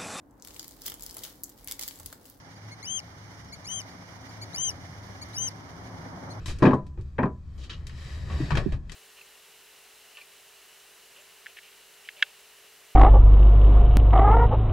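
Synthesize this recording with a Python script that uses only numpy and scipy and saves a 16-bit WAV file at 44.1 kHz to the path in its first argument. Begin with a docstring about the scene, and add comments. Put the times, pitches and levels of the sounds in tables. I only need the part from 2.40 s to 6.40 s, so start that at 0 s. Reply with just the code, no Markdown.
"""On a weedy shore, surf washes and swells as a wave breaks, over a low wavering drone.
A shorebird on the left gives four arched whistles, each announced by a soft pip. Its calls are
stacks of harmonics (whole multiples of one gliding pitch) that echo off nearby rocks.
The sea and the small ticks in the wet weed are shaped noise; a faint whistle falls farther off.
The recorder has two narrow dead bands in the treble."""
import sys
import numpy as np
from scipy import signal
from scipy.fft import rfft, irfft
from scipy.io import wavfile
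from scipy.ndimage import uniform_filter1d

SR = 44100
rng = np.random.default_rng(int(sys.argv[2]) if len(sys.argv) > 2 else 0)


def int16_out(signal):
    """Quantize to a 16-bit WAV file."""
    q = np.round(np.clip(np.atleast_2d(signal).T, -1, 1) * 32767)
    wavfile.write(sys.argv[1], SR, q.astype(np.int16))


N = 176400  # 4 seconds

# tone colour of the noises: f/Hz, relative level/dB
SURF_COLOUR = [(60, -16.5), (145, -2), (187, 3), (210, -8.5), (235, -8.5), (260, -0.5), (300, -7),
               (350, -8), (450, -12), (540, -9.5), (780, -7), (1070, -10), (1500, -15), (2200, -22.5),
               (3000, -40), (6000, -45), (12000, -65)]
FOAM_COLOUR = [(500, -16), (1300, 1.5), (2100, 4.5), (2450, -1), (3100, -3.5), (3900, -7), (4700, -4),
               (5600, -1), (6400, -5), (7200, -13.5), (8300, -13.5), (9500, -17.5), (12000, -21),
               (15500, -25)]
RUMBLE_COLOUR = [(12, -47), (24, -27), (38, -9), (60, -6), (85, 4), (120, -1.5), (170, -2.5), (300, -43),
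                 (2000, -82)]
TICK_COLOUR = [(2000, -12), (4500, -5), (6500, 3), (9500, -10), (15000, -26)]
# how each steady sound swells and fades: t/s, relative level/dB
SURF_SWELL = [(0, -54.5), (1.07, -54), (1.87, -51), (2.7, -51.5), (3.3, -49), (3.6, -47.5), (3.75, -45.2),
              (4, -45)]
FOAM_SWELL = [(0, -58), (1, -56), (2, -54), (3, -54.5), (4, -56.5)]
RUMBLE_SWELL = [(0, -64), (.5, -65), (1.1, -57), (1.8, -61.5), (2.15, -58.5), (2.35, -52.5), (2.6, -53.5),
                (2.8, -56), (3.25, -59.5), (3.5, -56), (4, -55.5)]
DRONE_SWELL = [(0, -59), (.3, -46), (.55, -59), (.85, -50), (1.2, -56), (1.42, -49.5), (1.62, -58.5),
               (2.05, -44.5), (2.2, -66), (2.47, -48.5), (2.85, -53.5), (3.04, -43), (3.25, -59),
               (3.5, -46.5), (3.8, -53.5), (3.97, -40.5)]
# how alike the sea is on both sides: f/Hz, likeness (1 same, 0 unrelated, -1 opposite)
SEA_LIKENESS = [(30, .3), (70, .92), (130, 0.95), (290, 0.76), (640, .6), (1410, -0.18), (3100, -0.47),
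                (6820, 0.049), (9500, 0.11), (12500, -0.015), (15000, 0.013)]
# how much louder the left is than the right, for sea and bird: f/Hz, level/dB
SEA_BALANCE = [(60, .5), (170, 0), (330, 2), (700, 2.5), (1290, -1), (2380, -9.5), (4400, -3.5), (8120, -6),
               (15000, 5)]
BIRD_BALANCE = [(2300, 2), (2900, 0.5), (3170, 23.5), (4400, 3.5), (4800, 1), (5900, 4.5), (6330, 13),
                (6900, 7), (9000, 8), (9500, 9), (12500, 10)]
# ticks in the wet weed: t/s, level/dB
TICKS = [(0.1435, -54), (.7844, -54), (1.0474, -54), (2.887, -49)]
# soft pips: middle t/s, length/s, top f/Hz, level/dB, boost of harmonic 1/dB
PIPS = [(0.167, .028, 2400, -58, 0), (0.329, 0.044, 2206, -49, 7), (1.138, 0.036, 2283, -43.5, 4),
        (1.51, .028, 2370, -57, 0), (1.899, 0.031, 2410, -53.5, -5), (2.03, 0.039, 2304, -41.5, -0.5),
        (2.828, .033, 2280, -41.5, -1.5), (3.918, 0.039, 2170, -48, -7)]
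# harmonics 1-6 of a pip: relative level/dB
PIP_HARMONICS = [-2, 4.5, -1.5, -10.5, -10.5, -29]
# one list of points for each whistle: t/s, f/Hz, level/dB
WHISTLES = [
    [(.417, 1700, -56), (.43, 2120, -47.5), (.445, 2300, -41), (.461, 2640, -32.5), (.469, 2960, -35),
     (.515, 3170, -26.5), (.548, 3199, -27), (.579, 3163, -25), (.59, 2980, -36.5), (.606, 2130, -38.5)],
    [(1.243, 1960, -50), (1.26, 2256, -45.5), (1.277, 2580, -34.5), (1.286, 2960, -35),
     (1.323, 3140, -28.5), (1.355, 3173, -28.5), (1.388, 3135, -30), (1.403, 3000, -33.5),
     (1.422, 2160, -43)],
    [(2.128, 1770, -50), (2.145, 2190, -40), (2.166, 2560, -34.5), (2.176, 2946, -28), (2.203, 3110, -26),
     (2.243, 3165, -20), (2.281, 3110, -23.5), (2.3, 2860, -26), (2.312, 2520, -35), (2.323, 1950, -54)],
    [(2.928, 1720, -58), (2.945, 2220, -39.5), (2.966, 2620, -32.5), (2.976, 2930, -26),
     (2.995, 3037, -26.5), (3.025, 3134, -23), (3.047, 3157, -23), (3.072, 3094, -26.5), (3.086, 2720, -29),
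     (3.1, 2000, -59)],
]
# one row for each whistle: boost/dB of harmonics 1, 3 and 4
WHISTLE_COLOUR = [(6.5, 2, -2.5), (5.5, 5.5, 1.5), (-1, 0.5, -0.5), (-4.5, -2, 0)]
# the voice gets purer as it climbs: f/Hz, then relative level/dB of harmonics 1-6
VOICE = [(2260, -8.5, 0, -5, -16, -14, -30), (2600, -12.5, -0.27, -12, -9, -27, -38),
         (2980, -5.5, 0, -22, -20, -48, -55), (3130, -8, 0, -18, -34, -65, -65)]
# echoes from rocks: delay/s, left level/dB, right level/dB
ROCK_ECHOES = [(.0043, -21, -25.5), (.0091, -28, -21)]
# points along the far whistle: t/s, f/Hz, level/dB
FAR_WHISTLE = [(1.07, 6000, -68), (1.085, 5400, -57), (1.102, 5350, -56), (1.115, 4850, -54),
               (1.13, 4300, -65)]
# dead bands in the treble: f/Hz, width/Hz
DEAD_BANDS = [(2605, 570), (7760, 1270)]

FREQS = np.arange(N // 2 + 1) * SR / N  # f/Hz of each slot in a spectrum
SIDES = np.array([[1], [-1]])  # plus for left, minus for right


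def undb(db):
    """Turn decibels into a factor to multiply by."""
    return 10 ** (np.asarray(db) / 20)


def curve(x, rows):
    """Join a table's points with straight lines and read them at x."""
    return np.interp(x, *np.array(rows).T)


def over_pitch(rows):
    """Spread rows of f/Hz and a value over the whole spectrum."""
    hz, value = np.array(rows).T
    return np.interp(np.log(FREQS + 1e-3), np.log(hz), value)


def wobble(rate):
    """A smooth random wiggle, about 1 in size, that changes about rate times a second."""
    wiggle = irfft(rfft(rng.standard_normal(N)) / (1 + (FREQS / rate) ** 4), N)
    return (wiggle - wiggle.mean()) / wiggle.std()


def delay(x, seconds):
    """The same sound a little later."""
    return irfft(rfft(x) * np.exp(-2j * np.pi * FREQS * seconds), N)


def wash(colour):
    """Watery stereo noise, alike on both sides in the bass and wide in the treble."""
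    shared, opposed = rfft(rng.standard_normal((2, N)))
    alike = over_pitch(SEA_LIKENESS)
    both = shared * np.sqrt(1 + alike) + SIDES * opposed * np.sqrt(1 - alike)
    noise = irfft(both * undb(over_pitch(colour) + SIDES * over_pitch(SEA_BALANCE) / 2), N)
    return noise / noise.mean(axis=0).std()


def sea(t, surf_boost_db=2.5, rumble_boost_db=6.5):
    """The body of the surf, the hiss of foam and a deep rumble, each surging a little."""
    surf = wash(SURF_COLOUR) * undb(curve(t, SURF_SWELL) + surf_boost_db + .99 * wobble(27))
    foam = wash(FOAM_COLOUR) * undb(curve(t, FOAM_SWELL) + 1.53 * wobble(24))
    rumble = wash(RUMBLE_COLOUR) * undb(curve(t, RUMBLE_SWELL) + rumble_boost_db + .8 * wobble(11))
    return surf + foam + rumble


def drone(t, hz=105.5, wander=.027, waver_db=1.5):
    """A low hum, perhaps a far engine, that wavers in pitch and strength."""
    phase = 2 * np.pi * np.cumsum(hz * (1 + wander * wobble(11.7))) / SR
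    return np.sqrt(2) * np.sin(phase) * undb(curve(t, DRONE_SWELL) + waver_db * wobble(10.5))


def weed_ticks(t, decay_s=.002, leftward_db=6):
    """Wet weed ticks: tiny bright bursts of noise that die at once."""
    hiss = irfft(rfft(rng.standard_normal(N)) * undb(over_pitch(TICK_COLOUR)), N)
    bursts = sum(undb(db) * (t >= start) * np.exp(-abs(t - start) / decay_s) for start, db in TICKS)
    return hiss / hiss.std() * bursts * undb(SIDES * leftward_db / 2)


def bird_note(hz, gain, harmonics_db):
    """Harmonics on one gliding pitch, weaker at the shaded right microphone."""
    phase, out = 2 * np.pi * np.cumsum(hz) / SR, 0
    for k, db in enumerate(harmonics_db, 1):
        left = gain * undb(db) * np.sin(k * phase)
        right = left * undb(-curve(k * hz, BIRD_BALANCE))
        out = out + np.array([left, right])
    return out


def pips(t, sag=.151, rough=.0086, skew=.25):
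    """Short, reedy notes that swell quickly and fade, their pitch sagging at both ends."""
    out, jitter = np.zeros((2, N)), wobble(350)
    for middle, length, top_hz, db, boost_db in PIPS:
        on = abs(t - middle) < length / 2
        place = 2 * (t[on] - middle) / length  # -1 at the start, 1 at the end
        hz = top_hz * (1 - sag * abs(place) ** 2.4 + rough * jitter[on])
        gain = undb(db) * (1 - place ** 2) * (1 - skew * place)
        out[:, on] += bird_note(hz, gain, [PIP_HARMONICS[0] + boost_db, *PIP_HARMONICS[1:]])
    return out


def whistles(t, glide_s=.003, fade_s=.0035, rough_below_hz=2950):
    """Each slides up roughly, breaks into a pure arched tone and drops away."""
    out, jitter, flutter = np.zeros((2, N)), wobble(370), wobble(150)
    voice_hz, *voice_db = np.array(VOICE).T
    for points, (first, third, fourth) in zip(WHISTLES, WHISTLE_COLOUR):
        times, pitches, levels = np.array(points).T
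        on = (t > times[0]) & (t < times[-1])
        now = t[on]
        hz = uniform_filter1d(np.interp(now, times, pitches), int(glide_s * SR), mode="nearest")
        boosts = [first, 0, third, fourth, 0, 0]
        harmonics = [np.interp(hz, voice_hz, db) + boost for db, boost in zip(voice_db, boosts)]
        rough = 1 / (1 + np.exp((hz - rough_below_hz) / 60))  # 1 when low, 0 when high
        shaky_hz = hz * (1 + (.00037 + .01 * rough) * jitter[on])
        flutter_db = (.62 + 3.5 * rough) * flutter[on]
        fade = np.clip(np.minimum(now - times[0], times[-1] - now) / fade_s, 0, 1)
        gain = undb(np.interp(now, times, levels) + flutter_db) * fade
        out[:, on] += bird_note(shaky_hz, gain, harmonics)
    return out


def shorebird(t, left_lag_s=.000113, scatter_db=-38, scatter_s=.2):
    """The calls arrive directly, off near rocks and as a faint scatter from the shore."""
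    left, right = whistles(t) + pips(t)
    out = np.array([delay(left, left_lag_s), right])
    for lag, left_db, right_db in ROCK_ECHOES:
        out += undb([[left_db], [right_db]]) * delay(left, lag)
    tail = rng.standard_normal((2, SR // 2)) * undb(-60 * t[:SR // 2] / scatter_s)
    tail /= np.sqrt(np.sum(tail ** 2) / 2)
    scatter = signal.fftconvolve(left[None], tail, axes=1)[:, :N]
    return out + undb(scatter_db) * scatter


def far_whistle(t, rough=.0346):
    """A thin, unsteady tone that slides down, farther off."""
    times, pitches, levels = np.array(FAR_WHISTLE).T
    hz = np.interp(t, times, pitches) * (1 + rough * wobble(194))
    gain = undb(np.interp(t, times, levels)) * (t > times[0]) * (t < times[-1])
    return gain * np.sin(2 * np.pi * np.cumsum(hz) / SR)


def scene():
    """Birds, weed, sea and drone together."""
    t = np.arange(N) / SR
    return shorebird(t) + far_whistle(t) + weed_ticks(t) + sea(t) + drone(t)


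def record(dry, top_hz=15800):
    """Cut off the highest treble steeply and take out the two dead bands."""
    gain = 1 / np.sqrt(1 + (FREQS / top_hz) ** 400)
    for hz, width_hz in DEAD_BANDS:
        gain *= abs(FREQS - hz) / np.hypot(FREQS - hz, width_hz / 2)
    return irfft(rfft(dry) * gain, N)


dry = scene()
out = record(dry)
int16_out(out)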